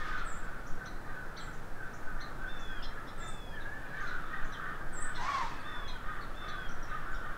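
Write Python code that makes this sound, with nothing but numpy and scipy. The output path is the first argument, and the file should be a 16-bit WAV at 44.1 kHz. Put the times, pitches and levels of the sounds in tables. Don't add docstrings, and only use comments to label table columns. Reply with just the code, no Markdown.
import sys
import numpy as np
from scipy import signal
from scipy.fft import rfft, irfft, next_fast_len
from scipy.io import wavfile

SR = 44100
rng = np.random.default_rng(int(sys.argv[2]) if len(sys.argv) > 2 else 0)


def put_to_file(sound):
    columns = np.atleast_2d(sound).T
    safe = np.clip(columns, -1, 1)
    whole_steps = np.round(safe * 32767)
    wavfile.write(sys.argv[1], SR, whole_steps.astype(np.int16))


def to_linear_factor(level_db):
    exponent = np.asarray(level_db, float) / 20
    return 10 ** exponent


N = 325017

# peak in seconds, tail in seconds, level in dB, third partial in dB relative to the level.
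TWO_LINE_CAWS = [(.02, 0.06, -39, -14), (.73, .05, -61, 2), (1.091, 0.076, -48, -1),
                 (2.228, 0.11, -49, -1.5), (3.988, 0.12, -43.5, -2.5), (4.346, 0.12, -43, 0.5),
                 (4.648, 0.15, -44.5, -2.5), (5.024, 0.073, -46, 2), (5.69, .16, -46.5, 0),
                 (6.088, .19, -44.5, -4), (6.452, 0.17, -42, -8), (6.93, 0.15, -42.5, -7.5),
                 (7.093, 0.082, -60, -13), (7.27, 0.12, -45, -6.5)]
HIGH_CAWS = [(1.42, 0.22, -51, -9), (1.871, 0.18, -57, -22), (2.788, 0.093, -54, -8),
             (2.991, 0.091, -50.5, -25), (3.228, 0.16, -46, -9)]
# peak in seconds, tail in seconds, level in dB.
ONE_LINE_CAWS = [(.42, 0.2, -46.5), (.814, 0.087, -46), (1.166, 0.097, -43.5), (1.491, 0.13, -50),
                 (1.831, 0.082, -44), (2.096, 0.067, -45), (2.447, 0.086, -45), (2.728, 0.1, -42.5)]
NEIGHBOUR_CAWS = [(4.7, 0.059, -46), (4.979, 0.039, -49), (5.096, 0.058, -40), (5.757, 0.069, -45),
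                  (5.969, 0.036, -49), (6.171, 0.041, -45), (6.919, 0.099, -56), (7.128, 0.077, -43.5),
                  (7.33, .06, -58)]
# pitch in Hz, attack in seconds, rise in dB, fall in dB.
THROATS = [
    (600, .052, 9, 12),
    (655, .08, 9, 14),
    (499, .06, 8, 13),
    (487, .055, 8, 10),
]
# multiple of the pitch, level in dB.
TWO_LINE_PARTIALS = [(2, 0), (2.5, -5), (3.5, -19), (4, -25), (5, -24), (5.5, -24), (6, -25)]
# multiple of the pitch, level in dB.
ONE_LINE_PARTIALS = [(2.5, -12), (3, 0), (3.5, -16), (5, -25), (6.5, -28)]
# start in seconds, length in seconds, strongest partial from Hz, to Hz, level in dB.
SLIDING_CAWS = [(0, 0.064, 1876, 1687, -46.5), (.03, 0.2, 1740, 1387, -46), (3.505, 0.041, 1370, 1900, -58),
                (3.532, 0.11, 1873, 1582, -49.5), (3.619, 0.22, 1555, 1792, -51.5),
                (3.76, 0.19, 1565, 1480, -57), (3.926, 0.076, 1640, 1816, -45.5),
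                (4.0, 0.099, 1750, 1380, -46), (4.09, 0.08, 1438, 1487, -46.5),
                (4.32, .19, 1637, 1396, -49.5), (6.47, 0.25, 1717, 1430, -51),
                (5.19, 0.082, 914, 681, -50.5)]
# share of the length, share of the slide, level in dB.
SLIDE_SHAPE = [(0, 0.025, 0.5), (0.252, .45, -1), (.6, .75, -0.5), (1, 1, -8)]
# multiple of the strongest partial, level in dB.
SLIDE_PARTIALS = [(0.668, -26), (1, 3), (1.332, -19), (1.667, -21), (2.001, -27)]
# start in seconds, length in seconds, top of second partial in Hz, level in dB.
NEAR_CAWS = [
    (5.174, .325, 1144, -34.5),
    (5.724, 0.28, 1148, -49.5),
]
# share of the length, share of the top pitch, level in dB.
NEAR_SHAPE = [(0, .87, -14), (.1, .84, -4), (.2, .9, -2), (.25, .9, -6), (.29, .98, 0), (.45, 1, -2),
              (.57, .94, 0), (.76, .85, -2), (.86, .77, -10), (1, .76, -28)]
# multiple of the pitch, level in dB.
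NEAR_PARTIALS = [(1.25, -20), (1.5, -19), (1.75, -16), (2, 0), (2.25, -16), (2.5, -15), (3.25, -16),
                 (4, -13), (5, -22), (6, -24)]
# start in seconds, hold in seconds, release in seconds, level in dB.
RASPS = [
    (-.1, 0.11, 0.22, -63.5),
    (3.947, 0.1, 0.11, -69),
    (5.172, 0.17, 0.21, -55),
]
# frequency in Hz, density in dB per Hz.
RASP_SPECTRUM = [(480, -40), (680, -20), (1400, -15), (2100, -19), (2600, -24), (3400, -21), (5600, -26),
                 (8000, -36), (11000, -52), (14000, -90)]
# start in seconds, length in seconds, top of fourth partial in Hz, level in dB.
JAY_WHISTLES = [
    (2.472, 0.33, 3570, -53),
    (3.205, 0.36, 3582, -55),
    (5.637, .335, 3567, -53.5),
    (6.349, 0.352, 3575, -55),
]
# share of the length, share of the top pitch, level in dB.
JAY_SHAPE = [(-.025, .82, -14), (0, .94, -7), (.075, 1, 0), (.4, .982, -1.5), (.89, .918, -1.5),
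             (.99, .895, -3), (1.03, .79, -8)]
# multiple of the pitch, level in dB.
JAY_PARTIALS = [(2, -12), (3, -11), (4, 0), (6, -18), (7, -29), (8, -29)]
# start in seconds, top of second partial in Hz, its end in Hz, level in dB,
# third partial in dB relative to the level.
CHIPS = [(.172, 4300, 3200, -61.5, 0), (.851, 4050, 3970, -61.5, 7), (.859, 4280, 3770, -60, -20),
         (1.364, 4620, 3010, -55.5, -23), (1.365, 4050, 4000, -57.5, 2.5), (2.2, 4130, 4070, -57.5, 1),
         (2.205, 4460, 3660, -57.5, -20), (2.82, 3615, 3160, -53, 4.5), (2.833, 4230, 3950, -56, -8),
         (3.066, 3710, 3310, -64, 6), (3.076, 4130, 3040, -65, -16), (3.598, 3950, 3360, -60.5, -12),
         (4.068, 4310, 3460, -56.5, -5), (4.516, 4020, 2920, -55.5, -3.5), (5.143, 3720, 3390, -55.5, -1),
         (5.146, 4310, 3730, -53, -7), (5.591, 4600, 3520, -66.5, -25), (5.871, 4210, 3570, -51.5, -8.5),
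         (6.205, 4490, 3550, -63, -20), (6.475, 4450, 3690, -56, -22), (6.476, 4070, 3930, -60, 4),
         (6.884, 3980, 3590, -64.5, -3), (7.137, 3830, 3000, -62.5, 2)]
# multiple of the pitch, level in dB.
CHIP_PARTIALS = [(1, -3), (2, 2.5), (4, -28)]
# start in seconds, length in seconds, lowest pitch in Hz, level in dB.
SEEPS = [
    (0.244, 0.14, 7310, -52.5),
    (1.38, 0.1, 7430, -61.5),
    (3.174, 0.15, 7150, -56),
    (4.922, 0.11, 7420, -47.5),
]
# share of the length, share of the lowest pitch, level in dB.
SEEP_SHAPE = [(0, 1.22, -11), (.14, 1.075, -4), (.32, 1.025, 0), (.65, 1, -2), (1, 1.01, -12)]
# start in seconds, from Hz, top in Hz, level in dB.
WARBLES = [(.352, 7980, 8560, -58), (1.462, 7400, 8300, -63), (3.27, 7620, 8680, -51),
           (3.31, 7900, 9000, -60), (5.0, 7760, 8900, -40.5), (5.03, 7730, 9240, -47)]
# seconds after its start, share of the leap, level in dB.
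WARBLE_SHAPE = [(0, 0, -3), (.011, 1, -8), (.021, .3, -1), (.034, 0, -6)]
# start in seconds,
# length in seconds, from Hz, to Hz, level in dB.
PEEPS = [(6.685, .018, 5240, 6300, -58), (6.706, .02, 6350, 5700, -58), (6.825, .03, 5900, 5100, -60),
         (5.48, .07, 2650, 2480, -60), (5.56, .06, 2600, 2450, -63), (3.79, .09, 2880, 2740, -71),
         (3.82, .05, 2450, 2350, -64), (3.88, .08, 4020, 4050, -68), (6.865, .08, 2700, 2660, -66),
         (.9, .3, 4050, 4020, -72), (5.21, .045, 6260, 5800, -55), (5.6, .015, 8500, 8900, -66),
         (7.115, .02, 6900, 6800, -66), (.262, .08, 8500, 8000, -55), (1.385, .07, 8650, 8250, -69),
         (3.195, .07, 8100, 7600, -63)]
# start in seconds, from Hz, to Hz, level in dB.
FLICKS = [(.665, 5200, 7150, -63), (1.528, 5430, 7300, -68), (1.932, 5140, 7240, -64.5),
          (2.59, 5380, 7360, -63.5), (3.243, 5550, 7200, -68), (4.004, 5850, 6900, -68),
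          (4.44, 5900, 7270, -67.5)]
# time in seconds, level in dB.
FLOCK_LEVEL = [(0.0, -38), (0.14, -40.5), (.27, -48.5), (.5, -50.5), (0.92, -54.5), (1.33, -53),
               (1.68, -55), (2.4, -50.5), (3.18, -53.5), (3.35, -66), (3.59, -55), (3.75, -50.5),
               (4.21, -45.5), (4.99, -48.5), (5.23, -45), (5.77, -50), (6.8, -48), (7.08, -48.5),
               (7.37, -49.5)]
# frequency in Hz, 60 dB decay time in seconds.
WOOD_DECAY = [(800, 1), (3000, 0.75), (8000, 0.3)]
# time in seconds, level in dB.
WIND_LEVEL = [(0.0, -36), (0.1, -30), (1.19, -38), (1.99, -38), (2.13, -30), (2.26, -36), (2.71, -30.5),
              (3.12, -36), (3.76, -37.5), (4.53, -30.5), (4.7, -43.5), (4.91, -31.5), (5.48, -40.5),
              (5.97, -31.5), (6.44, -39.5), (7.18, -27.5), (7.37, -37.5)]
# frequency in Hz, density in dB per Hz.
WIND_SPECTRUM = [(2, -14), (5, -3), (11, 0), (17, -6), (25, -13), (31, -19.5), (40, -27), (60, -36),
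                 (150, -60), (200, -120)]
# frequency in Hz, density in dB per Hz.
HUM_HISS_SPECTRUM = [(26, -40), (45, -3), (162, -3.5), (207, -7.5), (346, -8.5), (391, -10.5), (465, -10),
                     (902, -11.5), (1630, -19.5), (1800, -20.5), (2530, -28.5), (2940, -32.5),
                     (3400, -34.5), (4140, -32.5), (16000, -41.5)]

HOARSE, FLUTTER = .02, .7
ARCH, SAG = .07, 1.45
RASP_ATTACK_S, RASP_RISE_DB, RASP_FALL_DB = .06, 10, 16
CHIP_RISE_S, CHIP_FALL_S, CHIP_FALL_S_PER_KHZ = 0.012, 0.0141, .016
TRUNK_S, TRUNK_DB = .013, -5
PEEP_FADE_DB = 3
HUM_HISS_DB = -48
TOP_HZ = 15730


def crows():
    out = np.zeros(N)
    caw_lists = [TWO_LINE_CAWS, HIGH_CAWS, ONE_LINE_CAWS, NEIGHBOUR_CAWS]
    partials = [TWO_LINE_PARTIALS, TWO_LINE_PARTIALS, ONE_LINE_PARTIALS, ONE_LINE_PARTIALS]
    for caws, (hz, attack, rise_db, fall_db), orders in zip(caw_lists, THROATS, partials):
        for s, tail, db, *third_db in caws:
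            onset = (max(s - attack, 0), db - rise_db * min(s / attack, 1))
            swell = [onset, (s, db), (s + tail, db - fall_db)]
            caw = [(t, hz, a, *(a + b for b in third_db)) for t, a in swell]
            add_call(out, caw, orders, line=0.97, jitter=HOARSE, rough=FLUTTER, arch=ARCH * (s > attack))
    for s, long, from_hz, to_hz, db in SLIDING_CAWS:
        caw = [(s + u * long, from_hz + v * (to_hz - from_hz), db + a) for u, v, a in SLIDE_SHAPE]
        add_call(out, caw, SLIDE_PARTIALS, line=1, jitter=.9 * HOARSE, rough=.6 * FLUTTER)
    return out


def near_crow():
    out = rasp()
    for caw in NEAR_CAWS:
        add_call(out, shaped(NEAR_SHAPE, *caw), NEAR_PARTIALS, line=2, jitter=.022, rough=.35, fade=.008)
    return out


def rasp():
    envelope, t = np.zeros(N), np.arange(N) / SR
    chopped = rng.standard_normal(N) * to_linear_factor(1.05 * wobble(140))
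    breath = coloured(chopped, RASP_SPECTRUM)
    for s, hold, release, db in RASPS:
        full = max(s + RASP_ATTACK_S, 0)
        end = full + hold + release
        knots = np.array([s - .03, s, s + RASP_ATTACK_S, full + hold, end, end + 0.054])
        levels = [-60, -RASP_RISE_DB, -1.5, 0, -RASP_FALL_DB, -60]
        envelope += to_linear_factor(db + 10.5 + np.interp(t, knots, levels))
    return envelope * breath


def jay():
    out = np.zeros(N)
    for whistle in JAY_WHISTLES:
        add_call(out, shaped(JAY_SHAPE, *whistle), JAY_PARTIALS, line=4, jitter=.004, rough=.22, fade=.005)
    return out


def songbirds():
    hooked = to_linear_factor(-1.8) * wood(chips(), wet_db=-2.5, stretch=.8, far_db=-7)
    thin = to_linear_factor(-4) * wood(seeps(), wet_db=3, stretch=1.2, far_db=1.5)
    return hooked + thin + wood(flicks(), wet_db=7, stretch=1.3, far_db=6)


def chips():
    out = np.zeros(N)
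    for s, top_hz, end_hz, db, third_db in CHIPS:
        fall = CHIP_FALL_S + CHIP_FALL_S_PER_KHZ * abs(top_hz - end_hz) / 1000
        hook = [(0, .7 * top_hz, -5, -15),
                (0.6 * CHIP_RISE_S, .92 * top_hz, -2, -4),
                (CHIP_RISE_S, top_hz, 0, 0),
                (CHIP_RISE_S + 0.5 * fall, .4 * top_hz + .6 * end_hz, -1, -9),
                (CHIP_RISE_S + fall, end_hz, -5, -28)]
        chip = [(s + t, hz, db + a, db + third_db + b) for t, hz, a, b in hook]
        add_call(out, chip, CHIP_PARTIALS, line=2, jitter=.012, rough=.3, fade=.002)
    return out + to_linear_factor(TRUNK_DB) * np.roll(out, round(TRUNK_S * SR))


def seeps():
    out = np.zeros(N)
    calls = [shaped(SEEP_SHAPE, *seep) for seep in SEEPS]
    for s, low_hz, top_hz, db in WARBLES:
        calls.append([(s + t, low_hz + v * (top_hz - low_hz), db + a) for t, v, a in WARBLE_SHAPE])
    for s, long, from_hz, to_hz, db in PEEPS:
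        calls.append([(s, from_hz, db), (s + long, to_hz, db - PEEP_FADE_DB)])
    for call in calls:
        add_call(out, call, [(1, 0)], line=1, jitter=.013, rough=.4, fade=.003)
    return out


def flicks():
    out = np.zeros(N)
    for s, from_hz, to_hz, db in FLICKS:
        flick = [(s, from_hz, db), (s + .014, .95 * to_hz, db - 2.5), (s + .022, to_hz, db - 8)]
        add_call(out, flick, [(1, 0)], line=0.99, jitter=0.0077, fade=0.0018)
    return out


def flock(count=120):
    caws = np.zeros(N)
    for when, pitch, size, length in rng.random((count, 4)):
        s, hz, long = when * N / SR, 440 + 200 * pitch, 0.1202 + 0.1229 * length
        arch = [(s, .93 * hz, -6), (s + 0.3897 * long, hz, 0), (s + long, .9 * hz, -8)]
        partials = [(2, -4 - 6 * size), (3, -6 * size)]
        add_call(caws, arch, partials, line=0.99, jitter=2.61 * HOARSE, rough=1.26 * FLUTTER)
    caws = coloured(caws, [(700, -39), (1100, -12.0), (1250, 2.5), (1550, -1.0), (1800, -5.5),
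                           (2050, -12), (4000, -37)])
    breath = coloured(rng.standard_normal(N), [(1800, -30), (2250, -1), (2850, -5), (3500, -1),
                                               (4400, -13), (6500, -28), (9000, -50)])
    blur = coloured(rng.standard_normal(N), [(800, -38), (1150, -1.0), (1520, -4), (1850, -3.5),
                                             (2200, -16.5), (4000, -57)])
    haze = to_linear_factor(-14.5 + 1.5 * wobble(6)) * breath + to_linear_factor(-3 + 2.5 * wobble(9)) * blur
    s, db = np.transpose(FLOCK_LEVEL)
    return (caws + haze) * to_linear_factor(np.interp(np.arange(N) / SR, s, db) - 4.5)


def air():
    s, db = np.transpose(WIND_LEVEL)
    gusts = to_linear_factor(np.interp(np.arange(N) / SR, s, db))
    wind = gusts * coloured(rng.standard_normal(N), WIND_SPECTRUM)
    return wind + to_linear_factor(HUM_HISS_DB - 0.59) * coloured(rng.standard_normal(N), HUM_HISS_SPECTRUM)


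def wood(x, wet_db, stretch, far_db=-11):
    hz, t, z = signal.stft(rng.standard_normal((2, SR)), SR, nperseg=256)
    t60 = stretch * along(WOOD_DECAY, hz)[:, None]
    decay = to_linear_factor(-60 * t / (0.64 * t60)) + to_linear_factor(far_db - 60 * t / t60)
    tails = signal.istft(z * decay, SR, nperseg=256)[1]
    tails = tails / np.linalg.norm(tails[0])
    drift = 2 * wobble(16)
    paths = signal.fftconvolve(x * [np.cos(drift), np.sin(drift)], tails, axes=1)
    return x + to_linear_factor(wet_db) * paths.sum(axis=0)[:N]


def add_call(out, rows, orders, line, jitter=0., rough=0., fade=0.007, arch=0.):
    start, gate, (hz, db, *third_db) = spread(rows, fade)
    size = len(hz)
    bend = np.interp(np.linspace(0, 1, size), [0, .25, 1], [1, 0, SAG]) ** 2
    pitch = hz * (1 - arch * bend) / line
    phase = 2 * np.pi * np.cumsum(pitch * (1 + jitter * wobble(189.7, size))) / SR
    levels = [(k, db + rel_db) for k, rel_db in orders] + [(3, c) for c in third_db]
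    for k, level_db in levels:
        depth = rough * (1 if k % 1 == 0 else 4)
        flutter = (1 + depth * wobble(109.7, size)) / np.sqrt(1 + depth ** 2)
        partial = np.sin(k * phase + k * k)
        out[start:start + size] += np.sqrt(2) * gate * to_linear_factor(level_db) * flutter * partial


def spread(rows, fade):
    s, *cols = np.transpose(rows)
    t = np.arange(round(s[0] * SR), min(round(s[-1] * SR), N)) / SR
    since_start = t - s[0] + (s[0] == 0)
    gate = np.clip(np.minimum(since_start, s[-1] - t) / fade, 0, 1)
    return round(s[0] * SR), gate, [np.interp(t, s, c) for c in cols]


def shaped(shape, s, long, hz, db):
    return [(s + u * long, share * hz, db + rel_db) for u, share, rel_db in shape]


def coloured(x, spectrum):
    m = next_fast_len(len(x) + 8192)
    gain = to_linear_factor(along(spectrum, np.fft.rfftfreq(m, 1 / SR)))
    return unit(irfft(rfft(x, m) * gain, m)[:len(x)])


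def along(points, hz):
    f, v = np.transpose(points)
    return np.interp(np.log(hz + 1), np.log(f + 1), v)


def wobble(rate, size=N):
    knots = rng.standard_normal(int(size * rate / SR) + 2)
    return 1.2 * np.interp(np.arange(size) * rate / SR, np.arange(len(knots)), knots)


def unit(x):
    return x / np.sqrt(np.mean(x ** 2) + 1e-20)


def scene():
    voices = to_linear_factor(-3) * wood(crows(), wet_db=-3.5, stretch=.9)
    near = to_linear_factor(-1.5) * wood(near_crow() + jay(), wet_db=-9, stretch=.9)
    far = to_linear_factor(-5) * wood(flock(), wet_db=3, stretch=1.6)
    return (voices + near + far + songbirds() + air())[None]


def top_cut(x):
    return signal.sosfilt(signal.butter(12, 16680, fs=SR, output="sos"), x)


def record(dry):
    m = next_fast_len(N)
    passband = np.fft.rfftfreq(m, 1 / SR) < TOP_HZ
    kept = irfft(rfft(dry, m) * passband, m)[:, :N]
    return top_cut(kept)


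dry = scene()
out = record(dry)
put_to_file(out)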